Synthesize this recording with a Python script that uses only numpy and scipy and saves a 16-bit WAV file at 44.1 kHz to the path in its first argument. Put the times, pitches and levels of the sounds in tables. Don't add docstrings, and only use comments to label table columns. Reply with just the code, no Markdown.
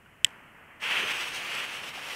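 import sys
import numpy as np
from scipy import signal
from scipy.fft import rfft, irfft
from scipy.io import wavfile
from scipy.ndimage import uniform_filter1d, map_coordinates

SR = 44100
rng = np.random.default_rng(int(sys.argv[2]) if len(sys.argv) > 2 else 0)


def decibels_to_gain(level_db):
    exponent = np.asarray(level_db, float) / 20
    return 10 ** exponent


def to_wav(s):
    ch = np.atleast_2d(s).T
    pcm = np.round(np.clip(ch, -1, 1) * 32767)
    wavfile.write(sys.argv[1], SR, pcm.astype(np.int16))


N = 94815
T = np.arange(N) / SR
SNAP_S = .2456
SINCE_SNAP = np.maximum(T - SNAP_S, 0)


def noise():
    return rng.standard_normal(N)


def level(x, db):
    return x * decibels_to_gain(db) / np.sqrt(np.mean(x ** 2))


def curve(rows, axis=1):
    rows = np.array(rows)
    return np.interp(T, rows[:, 0], rows[:, axis])


def bump(at, length):
    return np.exp(-(2 * (T - at) / length) ** 2)


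def walk(rate):
    hold = int(SR / rate)
    values = rng.standard_normal(N // 50 + 1)[:N // hold + 1]
    steps = np.repeat(values, hold)
    smooth = uniform_filter1d(uniform_filter1d(steps, hold), hold)[:N]
    return smooth / smooth.std()


def colour(x, points):
    hz = np.maximum(np.linspace(0, SR / 2, 1025), 1)
    f, db = np.array(points).T
    cepstrum = irfft(np.log(decibels_to_gain(np.interp(np.log(hz), np.log(f), db))))
    cepstrum[1:1024] *= 2
    cepstrum[1025:] = 0
    return signal.fftconvolve(x, irfft(np.exp(rfft(cepstrum))))[:N]


def bands(x, gains_db):
    spec = rfft(x)
    hz = np.maximum(np.arange(N // 2 + 1) * SR / N, 1)
    octave = np.clip(np.log2(hz / 125), 0, len(gains_db) - 3.5)
    out = np.zeros(N)
    for k, gain in enumerate(gains_db):
        out += irfft(spec * np.clip(1 - abs(octave - k), 0, 1), N) * decibels_to_gain(gain)
    return out


def ring(x, hz, t60):
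    pole = np.exp((2j * np.pi * hz - np.log(1000) / t60) / SR)
    return signal.lfilter([1], [1, -pole], x).imag


# f/Hz, level/dB [dB per Hz]
HUM = [(25, -14.5), (150, -6), (400, -15), (700, -17), (1800, -12), (3000, -16.5), (3700, -40),
       (15800, -44)]


def garden():
    hum = level(colour(noise(), HUM), -56.5)
    return bands(hum, [-walk(5) for _ in range(8)])


# t/s, f/Hz, level/dB, t60/s
KNOCK = [
    (.058, 2900, -43, .02),
    (.059, 1470, -43, 0.027),
    (1.975, 776, -28.5, 0.022),
    (2.1, 2000, -33, 0.14),
]


def pebbles():
    out = np.zeros(N)
    for start, hz, db, t60 in KNOCK:
        since = np.maximum(T - start, 0)
        onset = np.minimum(since / 0.0038, 1)
        out += decibels_to_gain(db - 60 * since / t60) * onset * np.sin(2 * np.pi * hz * since)
    return out


# f/Hz, level/dB [dB per Hz]
FLAME = [(300, -7), (900, 1.5), (2000, 2), (3100, -6), (3900, -40), (11500, -36), (12900, -23.5),
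         (14500, -40.5)]
# t/s, level/dB
TORCH = [
    (.252, -70),
    (.26, -49.5),
    (.3, -51.5),
    (.55, -54.5),
    (.8, -55.5),
    (1.0, -59),
]


def torch():
    roar = level(colour(noise(), FLAME), 0)
    return roar * decibels_to_gain(curve(TORCH) + 1.63 * walk(25)) * (T > SNAP_S)


# f/Hz, level/dB, t60/s
BODY = [(1740, -27.5, .009), (2000, -27, 0.015), (2635, -14, 0.0022), (3210, -2, 0.0035),
        (5250, -16, 0.0025), (6700, -16, 0.0035), (7600, -3.5, 0.0026), (8320, -13, 0.0021),
        (9930, -25.5, 0.0038), (11410, -21.5, 0.0045), (13200, -26.5, 0.0032), (15000, -30, .003)]
# t/s, level/dB, contact/ms
STRIKES = [
    (.2432, -50, .2),
    (.2456, -2, .04),
    (.24823, -4, .16),
    (.2509, -22, .16),
    (.2672, -37, .03),
    (.2905, -48, .03),
    (.306, -54, .03),
]


def hammer():
    push = np.zeros(N)
    for start, db, ms in STRIKES:
        jolt = bump(start, ms / 1000)
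        push += decibels_to_gain(db) * jolt / jolt.sum()
    out = np.zeros(N)
    for k, (hz, db, t60) in enumerate(BODY):
        swell = ring(ring(push, hz, t60), hz, t60) * 40 / (t60 * SR)
        out += (-1) ** k * decibels_to_gain(db) * swell
    return out


# f/Hz, level/dB, t60/s
THUMP = [(107, -37.5, .05), (200, -42, .025), (330, -47, 0.03), (460, -45, 0.037)]


def thump():
    return sum(decibels_to_gain(db - 60 * SINCE_SNAP / t60) * np.sin(2 * np.pi * hz * SINCE_SNAP)
               for hz, db, t60 in THUMP)


def crack_and_rattle():
    air = colour(noise(), [(1500, -40), (4000, 0), (7500, -4), (10000, -3.5), (15000, -18.5)])
    crack = decibels_to_gain(-18 - 60 * SINCE_SNAP / .012)
    rattle = decibels_to_gain(-63 - 60 * SINCE_SNAP / .45)
    return level(air, 0) * np.minimum(SINCE_SNAP / 0.001, 1) * (crack + rattle)


def lighter():
    return hammer() + thump() + crack_and_rattle()


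# t/s, level/dB, length/s, centre f/Hz
CATCH = (1.03, -44.5, 0.0869, 400)


def catch_whoosh():
    start, db, length, hz = CATCH
    low = colour(noise(), [(hz / 4, -20), (hz, 0), (hz * 3, -20), (8000, -60)])
    return level(low, db) * np.exp(-(2 * (T - start) / length) ** 4)


# f/Hz, level/dB [dB per Hz]
JET = [(60, -35), (120, -14), (500, -4.5), (1300, -2), (3400, -7), (4000, -8.5), (7000, -11.5),
       (15800, -27)]


def jet_tone(gas):
    return level(colour(gas, JET), 0)


# t/s, level/dB
SPARKS = [
    (0.831, -59),
    (.854, -60),
    (0.9484, -35),
    (1.551, -30.5),
    (1.939, -44),
    (2.046, -41),
    (2.087, -37),
]


def large_sparks():
    spit = np.zeros(N)
    for start, db in SPARKS:
        since_ms = np.maximum(T - start, 0) * 1000
        spit += decibels_to_gain(db) * (T > start) * np.exp(-since_ms / 2.1)
    return spit * jet_tone(noise())


# t/s, treble level/dB, extra sizzle/dB (for bands 6 and 7, empty in this split),
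# length/s
PUFFS = [(.85, -5.5, -7, 0.1), (0.889, -4, -3, 0.032), (0.942, -3, 3, 0.031), (1.014, -7, -3, 0.16),
         (1.108, 4, 4, .03), (1.209, 5, 0, 0.017), (1.321, -3, -4, 0.029), (1.356, 6, 2, 0.039),
         (1.387, 0, 0, 0.023), (1.455, 2.5, 8, .07), (1.51, 1.5, -5, 0.053), (1.62, 2.5, -2, 0.11),
         (1.683, -3, -5, 0.06), (1.76, 0.5, 6, 0.068), (1.808, -6.5, 0, 0.079), (1.84, 5.5, 3, 0.017),
         (1.925, -8.5, -1, 0.032), (2.02, -4.5, -7, .1), (2.112, 2.5, -5, 0.039)]


def surges():
    puff = .5 * walk(23.5) + .6 * walk(130)
    sizzle = np.zeros(N)
    for start, treble_db, sizzle_db, length in PUFFS:
        swell = bump(start, length)
        puff += treble_db * swell
        sizzle += sizzle_db * swell
    return puff, sizzle


# f/Hz, level/dB
CORE = [(500, -35.5), (1200, -10), (1900, -5.5), (2600, 0), (3150, -2.5), (3650, -15.5), (6000, -54)]
# t/s, spray level/dB, core focus/dB, top gain/dB (for bands 6 and 7, empty in this split)
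BURN = [
    (.795, -59.5, 5, -4),
    (.83, -37, 7, -2),
    (.97, -33, 8.5, -3),
    (1.12, -38.5, 6.5, -1),
    (1.3, -41.5, 3, 0.5),
    (1.46, -42, 4, 3),
    (1.61, -39, 5.5, .6),
    (1.71, -42, 3, -1),
    (2.15, -41.5, 0, -4),
]


def burning_jet():
    bursts_per_s, spread_db, hiss_db, bass_share = 12000, 1.0, 4, 0.45
    chance, sign, size = rng.random((3, N))
    bursts = (chance < bursts_per_s / SR) * np.sign(sign - .5) * decibels_to_gain(-spread_db * np.log(size + 0.00088))
    gas = level(bursts, 0) + decibels_to_gain(hiss_db) * noise()
    puff, sizzle = surges()
    top = curve(BURN, axis=3) + sizzle
    gains = []
    for k in range(8):
        share = bass_share if k < 5 else 1
        gains.append(.6 * walk(13.9) + puff * share + top * {6: .3, 7: 1.7}.get(k, 0))
    spray = bands(jet_tone(gas), gains)
    core = level(colour(noise(), CORE), 0) * decibels_to_gain(curve(BURN, axis=2) + bass_share * puff)
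    sputter = decibels_to_gain(curve(BURN) + .7 * walk(59.65))
    return (spray + core) * sputter * np.clip((T - BURN[0][0]) / .01, 0, 1)


# t/s, lag/ms, lag/ms, lag/ms
ECHO = [
    (.8, 0.78, 0.27, 1.28),
    (1.2, 0.65, 0.42, 0.89),
    (1.6, .53, 0.28, 1.22),
    (1.8, 0.605, .42, 1.22),
    (2.15, 0.6, .45, 1.1),
]


def mirrored(jet):
    treble = signal.sosfilt(signal.butter(2, 7500, "high", fs=SR, output="sos"), jet)
    late = np.zeros(N)
    for path in (1, 2, 3):
        lag = curve(ECHO, axis=path) * SR / 1000
        late += map_coordinates(treble, [np.arange(N) - lag], mode="nearest")
    return jet + decibels_to_gain(-12) * late


def fuse():
    return mirrored(burning_jet() + large_sparks() + catch_whoosh())


def scene():
    return (fuse() + lighter() + torch() + garden() + pebbles())[None]


# f/Hz, level/dB [dB per Hz]
SELF_NOISE = [(3000, -6), (4800, -7), (8000, 0), (13000, -3), (15500, -8)]


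def microphone(dry):
    dip_hz, dip_width_hz, dip_share = 7150, 600, .75
    b, a = signal.iirpeak(dip_hz, dip_hz / dip_width_hz, fs=SR)
    x = dry - dip_share * signal.lfilter(b, a, dry)
    x = x + level(colour(noise(), SELF_NOISE), -73.5)
    return signal.sosfilt(signal.ellip(10, .2, 60, 15680, fs=SR, output="sos"), x)


def top_cut(x):
    return signal.sosfilt(signal.butter(12, 16740, fs=SR, output="sos"), x)


def record(dry):
    mix = microphone(dry)
    return top_cut(mix)


dry = scene()
out = record(dry)
to_wav(out)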